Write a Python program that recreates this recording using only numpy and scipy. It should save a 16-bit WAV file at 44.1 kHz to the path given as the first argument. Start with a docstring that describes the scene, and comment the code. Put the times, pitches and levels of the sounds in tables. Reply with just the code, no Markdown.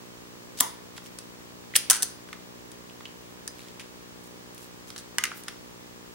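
"""A small room, a cloth-covered table, a stereo pair close to a film camera being opened by hand.
Soft hiss and the buzz and thin whistle of video electronics lie under it from the start. At 0.6 s fingers
slide on the rewind knob and it clicks up. Near 1.8 s the latch slips and snaps, its spring rings and the
loose door rattles. Fingers tap and rub the case as the back swings open, with a light click at 3.5 s.
Past 5 s the back knocks twice against its stop and the fittings bounce to rest."""
import sys
import numpy as np
from scipy import signal
from scipy.fft import rfft, irfft
from scipy.io import wavfile

SR = 44100
rng = np.random.default_rng(int(sys.argv[2]) if len(sys.argv) > 2 else 0)


def generate_wav(sig):
    """Save sig (samples, or channels by samples) to the path in sys.argv[1] as 16-bit PCM at SR."""
    pcm = np.round(np.clip(np.atleast_2d(sig).T, -1, 1) * 32767).astype(np.int16)
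    wavfile.write(sys.argv[1], SR, pcm)


N = 270774
TIME = np.arange(N) / SR
CUTOFF_HZ = 15900

# sprung parts hitting their stops: (time [s], part, snap level [dB], knock level [dB], decay [ms])
PART_STRIKES = [(.6068, "knob", -12, -25.5, 0.48), (1.7574, "latch", -16.5, -23.5, 4.1),
                (1.7624, "latch", -10, -46, 1.3), (1.8995, "spring", -9, -37, 3.5),
                (1.9082, "spring", -11, -28, 1.4), (1.9154, "spring", -19, -25.5, 1.4),
                (2.0229, "spring", -20, -52, 1.9), (2.0293, "spring", -18, -51, 1.8),
                (3.4772, "door", -29.5, -51, 1.1), (5.1839, "back", -21, -22, 1),
                (5.238, "back", -21.5, -23, 1.4)]
# each part's voice, part: (snap pitch [Hz], snap's room send [dB], knock pitch [Hz], knock sharpness [Q],
# knock's room send [dB], ring relative to snap [dB])
PART_VOICES = {"knob": (13354, -9.5, 1000, 4.5, -1, -21), "latch": (9000, -14, 2033, 2, -13, -22),
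               "spring": (8199, -11.5, 1400, 2.8, -4.5, -22.5), "door": (6600, -14, 1778, 15, -6, -17),
               "back": (6203, -13, 1800, 2.5, -10.5, -14)}
# likeness of close sound at the two microphones: (frequency [Hz], correlation)
CLOSE_LIKENESS = [(1500, 0.82), (3400, 0.71), (5800, 0.1), (9000, 0.51), (13000, 0.74)]


def from_db(db):
    """Decibels to gain."""
    return 10 ** (np.asarray(db) / 20)


def at_hz(points, hz):
    """Read a table on a log-frequency axis."""
    known_hz, values = np.transpose(points)
    return np.interp(np.log(np.maximum(hz, 1)), np.log(known_hz), values)


def add(track, s, sound):
    """Mix a sound into a track from time s on."""
    start = round(s * SR)
    track[..., start:start + sound.shape[-1]] += sound[..., :N - start]


def butter(x, hz, kind, order=2):
    """Causal Butterworth filter."""
    return signal.sosfilt(signal.butter(order, np.clip(hz, 10, .48 * SR), kind, fs=SR, output="sos"), x)


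def resonate(x, hz, width_hz):
    """One resonance with gain 1 at its peak."""
    return signal.lfilter(*signal.iirpeak(min(hz, SR / 2 - 1000), hz / width_hz, fs=SR), x)


def stereo_noise(length, likeness):
    """White noise that the two microphones share more or less, band by band."""
    mid, side = rfft(rng.standard_normal((2, length)))
    alike = np.clip(at_hz(likeness, np.fft.rfftfreq(length, 1 / SR)), -1, 1)
    spectra = np.sqrt((1 + alike) / 2) * mid + np.sqrt((1 - alike) / 2) * np.array([side, -side])
    return irfft(spectra, length)


def at_level(x, db, pan_db, window_s=.005):
    """Set a short sound's level, its energy counted over window_s; positive pan leans left."""
    power = np.sum(x ** 2, axis=1, keepdims=True) / (window_s * SR)
    return x / np.sqrt(power) * from_db(db + pan_db * np.array([[.5], [-.5]]))


def hiss():
    """Steady noise floor of the room and the microphones."""
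    # noise spectrum: (frequency [Hz], density [dB per Hz])
    floor = [(25, -100), (40, -83), (60, -78.5), (110, -79), (220, -77), (400, -78.5), (650, -81.5),
             (1100, -84.5), (2000, -87.5), (4000, -90.5), (7000, -92), (9500, -98), (12200, -101.5),
             (15000, -99.5)]
    # its likeness at the two microphones: (frequency [Hz], correlation)
    likeness = [(1000, -.55), (4000, -.39), (8000, -.22), (13000, .1)]
    gain = from_db(at_hz(floor, np.fft.rfftfreq(N, 1 / SR))) * np.sqrt(SR / 2)
    return irfft(rfft(stereo_noise(N, likeness)) * gain, N)


def video_buzz(field_hz=59.94, line_hz=15734, pulse_s=.00139, buzz_gain_db=-37, whistle_db=-65):
    """One blanking pulse per picture field leaks in through a small capacitance; the line scan whistles."""
    since_pulse_s = (TIME - .0044) % (1 / field_hz)
    pulses = -np.clip((pulse_s - since_pulse_s) * SR, 0, 1)
    leak = butter(pulses, 190, "high", order=1)   # the capacitance passes the edges
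    leak = butter(leak, 70, "high", order=1)
    buzz = from_db(buzz_gain_db) * butter(leak, 1500, "low")
    whistle = from_db(whistle_db) * np.sin(2 * np.pi * line_hz * TIME)
    return buzz + whistle


def rubs(grain_db=4.5, grain_hz=300, spread=1.7):
    """Sliding surfaces catch and let go: a grainy hiss that swells and fades."""
    # fingers sliding on the case and knob, and the latch's short scrape as it slips:
    # (middle [s], half length [s], level [dB], band centre [Hz])
    slides = [(0.599, 0.028, -39, 5170), (0.973, 0.01, -45.5, 3680), (1.06, 0.025, -51.5, 4970),
              (1.761, 0.014, -33, 6000), (3.634, 0.083, -52, 3350), (4.255, 0.023, -52.5, 7000),
              (4.624, 0.05, -52.5, 7760), (4.886, 0.014, -50.5, 6000), (5.378, 0.038, -48.5, 9700)]
    grain = butter(rng.standard_normal(N), grain_hz, "low")
    friction = stereo_noise(N, CLOSE_LIKENESS) * from_db(grain_db * grain / grain.std())
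    out = np.zeros((2, N))
    for s, half_s, db, hz in slides:
        band = butter(friction, [hz / spread, hz * spread], "band", order=1)
        swell = np.sqrt(np.maximum(0, 1 - ((TIME - s) / half_s) ** 2))
        out += from_db(db) * band / band.std() * swell
    return out


def taps(decay_ms=1.8, tick_room_db=-9, knock_room_db=-10.5):
    """A soft contact gives mostly a round knock; a hard one gives a stronger and brighter tick."""
    # light taps and ticks on the case, and the knob and latch slipping just before they snap:
    # (time [s], tick level [dB], knock level [dB], knock pitch [Hz])
    taps_and_slips = [(.603, -23, -24.5, 3820), (.979, -40, -42, 1340), (1.06, -48.5, -50, 2600),
                      (1.187, -35, -56, 1560), (1.738, -65, -35, 1980), (1.7541, -33, -20, 3080),
                      (2.2882, -49.5, -48, 1470), (2.329, -39, -35.5, 1730), (2.717, -45, -53, 2440),
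                      (2.897, -60, -48, 2900), (3.007, -49.5, -47, 1400), (3.0543, -56, -36.5, 3000),
                      (4.546, -47, -73, 3200), (4.579, -47, -49, 3400), (4.903, -39, -48, 1680),
                      (4.962, -37.5, -44.5, 1470), (5.316, -46, -33.5, 1460), (5.436, -43, -53, 2920)]
    for s, tick_db, knock_db, knock_hz in taps_and_slips + bounces():
        hardness_db = tick_db - knock_db
        tick_hz = min(knock_hz * 2.35 * 2 ** (hardness_db / 44), CUTOFF_HZ)   # harder contact, higher tick
        knock_q = 2 * 2 ** (-hardness_db / 8)   # softer contact, purer knock
        yield s, decay_ms, (tick_db, tick_hz, tick_room_db), (knock_db, knock_hz, knock_q, knock_room_db)


def snaps():
    """Sprung parts strike their stops, each with its own voice."""
    for s, part, snap_db, knock_db, decay_ms in PART_STRIKES:
        snap_hz, snap_room_db, knock_hz, knock_q, knock_room_db, _ = PART_VOICES[part]
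        yield s, decay_ms, (snap_db, snap_hz, snap_room_db), (knock_db, knock_hz, knock_q, knock_room_db)


def chatter(decay_ms, rise_ms=.094, firmness=.61, length_s=.06):
    """Two hard faces meet in a quickly dying flurry of tiny impacts."""
    ms = TIME[:round(length_s * SR)] * 1000
    envelope = (1 - np.exp(-ms / rise_ms)) * np.exp(-(ms / decay_ms) ** firmness)
    return stereo_noise(len(ms), CLOSE_LIKENESS) * envelope + 1e-18


def case_colour(x):
    """The case lifts some bands and swallows others."""
    # resonances and dips: (centre [Hz], width [Hz], gain [dB])
    case_bands = [(1300, 430, 5.5), (1750, 120, 8), (2370, 330, -35), (3460, 2200, 2.5), (5880, 620, 3),
                  (9260, 1440, 6), (12900, 2500, -6)]
    for hz, width_hz, db in case_bands:
        x = x + (from_db(db) - 1) * resonate(x, hz, width_hz)
    return x


def contacts(snap_spread=1.47, knock_spread=2.1):
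    """Each contact is a bright snap and a hollow knock; gives the direct sound and the room send."""
    direct, to_room = np.zeros((2, 2, N))
    for s, decay_ms, snap_voice, knock_voice in [*snaps(), *taps()]:
        snap_db, snap_hz, snap_room_db = snap_voice
        snap = butter(chatter(decay_ms), [snap_hz / snap_spread, snap_hz * snap_spread], "band", order=1)
        snap = butter(snap, 750, "high")   # small parts radiate little bass
        snap = at_level(case_colour(snap), snap_db, pan_db=.5)
        knock_db, knock_hz, knock_q, knock_room_db = knock_voice
        knock = butter(chatter(decay_ms), [knock_hz / knock_spread, knock_hz * knock_spread], "band")
        knock = at_level(resonate(knock, knock_hz, knock_hz / knock_q), knock_db, pan_db=-.8)
        add(direct, s, snap + knock)
        add(to_room, s, from_db(snap_room_db) * snap + from_db(knock_room_db) * knock)
    return direct, to_room


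def part_ring(phase_spread_rad=.43, swell_cycles=.43):
    """Every snap leaves its part ringing in step with its strength; each mode swells in about a cycle."""
    # each part's modes: (frequency [Hz], relative level [dB], time to fall 60 dB [s])
    knob = [(90, 0, .045), (264, 0.5, 0.061), (737, -4, 0.15), (1016, 2.5, .14), (1178, 1.5, 0.12),
            (7600, 21, 0.028), (7500, -10, 0.28), (13240, 23, .015)]
    latch = [(560, -4, .03), (1954, -5, .25), (4975, -1, .19), (5066, -5, .22), (5986, -3, .3),
             (9315, -6, .24), (10970, -7, .15), (13960, -3, .1)]
    spring = [(420, -5, .05), (720, -4, .08), (4904, -6, .22), (6030, 7, .07), (6125, -1, .31),
              (7193, -4, .18), (8765, -3, .09), (8991, -1, .13), (9203, -7, .13), (9546, -4, .09)]
    door = [(1800, 5, .03), (5000, 6, .14), (6000, 1, .16), (9500, -3, .14)]
    back = [(1235, -1.5, 0.2), (1490, -16, .18), (1976, 8.5, 0.081), (2105, -1, .2), (2300, -8, 0.081),
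            (2860, 16, 0.017), (3520, 5, 0.036)]
    modes = {"knob": knob, "latch": latch, "spring": spring, "door": door, "back": back}
    out, t = np.zeros((2, N)), TIME[:SR // 2]
    for s, part, snap_db, *_ in PART_STRIKES:
        *_, ring_db = PART_VOICES[part]
        for hz, db, t60 in modes[part]:
            phase = rng.uniform(0, 2 * np.pi) + rng.normal(0, phase_spread_rad, (2, 1))
            height = from_db(snap_db + ring_db + db + rng.standard_normal())
            envelope = (1 - np.exp(-t * hz / swell_cycles)) * np.exp(-np.log(1000) * t / t60)
            add(out, s, height * envelope * np.sin(2 * np.pi * hz * t + phase))
    return out


def bounces(count=5):
    """The loose door or a fitting taps again and again, weaker each time."""
    # (start [s], tick level [dB], knock level [dB], knock pitch [Hz], gap [s], loss per bounce [dB])
    rattles = [(1.931, -25.5, -33.5, 2540, .0088, 1.5), (3.796, -43.5, -41, 2430, 0.0052, 2.5),
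               (4.979, -36.5, -56, 1770, 0.0065, 4), (5.2533, -31.5, -31, 2020, .0145, 9.5),
               (5.482, -32.5, -33.5, 1750, 0.004, 11)]
    return [(s + k * gap_s, tick_db - k * loss_db, knock_db - k * loss_db, hz)
            for s, tick_db, knock_db, hz, gap_s, loss_db in rattles for k in range(count)]


def room(x, first_echo_s=.0046, build_s=.0017, tail_s=.6):
    """The small room's diffuse tail starts with the nearest surfaces and dies soonest in the top treble."""
    # reverberation: (frequency [Hz], time to fall 60 dB [s])
    decay_times = [(200, 0.3), (1000, 0.4), (3000, 0.49), (8000, 0.31), (15000, 0.24)]
    # the tail's likeness at the two microphones: (frequency [Hz], correlation, limited to +-1 in use)
    likeness = [(900, 1), (2000, 0.71), (3500, 0.0074), (6000, -1.06), (14000, 0.035)]
    t = TIME[:round(tail_s * SR)]
    white, hz = rfft(stereo_noise(len(t), likeness)), np.fft.rfftfreq(len(t), 1 / SR)
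    edges_hz = np.geomspace(80, SR / 2, 9)
    tail = np.zeros((2, len(t)))
    for low, high in zip(edges_hz, edges_hz[1:]):
        band = irfft(white * ((hz >= low) & (hz < high)), len(t))
        tail += band * np.exp(-np.log(1000) * t / at_hz(decay_times, np.sqrt(low * high)))
    tail *= np.clip((t - first_echo_s) / build_s, 0, 1)
    return signal.fftconvolve(x, tail / np.sqrt(np.sum(tail ** 2) / 2), axes=1)[:, :N]


def scene(ring_and_rub_room_db=-18):
    """The camera close to the microphones, the room behind it, steady buzz and hiss underneath."""
    direct, to_room = contacts()
    ring_and_rub = part_ring() + rubs()
    reverberation = room(to_room + from_db(ring_and_rub_room_db) * ring_and_rub)
    return direct + ring_and_rub + reverberation + video_buzz() + hiss()


def record(dry):
    """The recorder clips peaks at full scale and cuts the top treble steeply."""
    top_cut = signal.ellip(10, .1, 70, CUTOFF_HZ, fs=SR, output="sos")
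    return signal.sosfilt(top_cut, np.clip(dry, -1, 1))


dry = scene()
out = record(dry)
generate_wav(out)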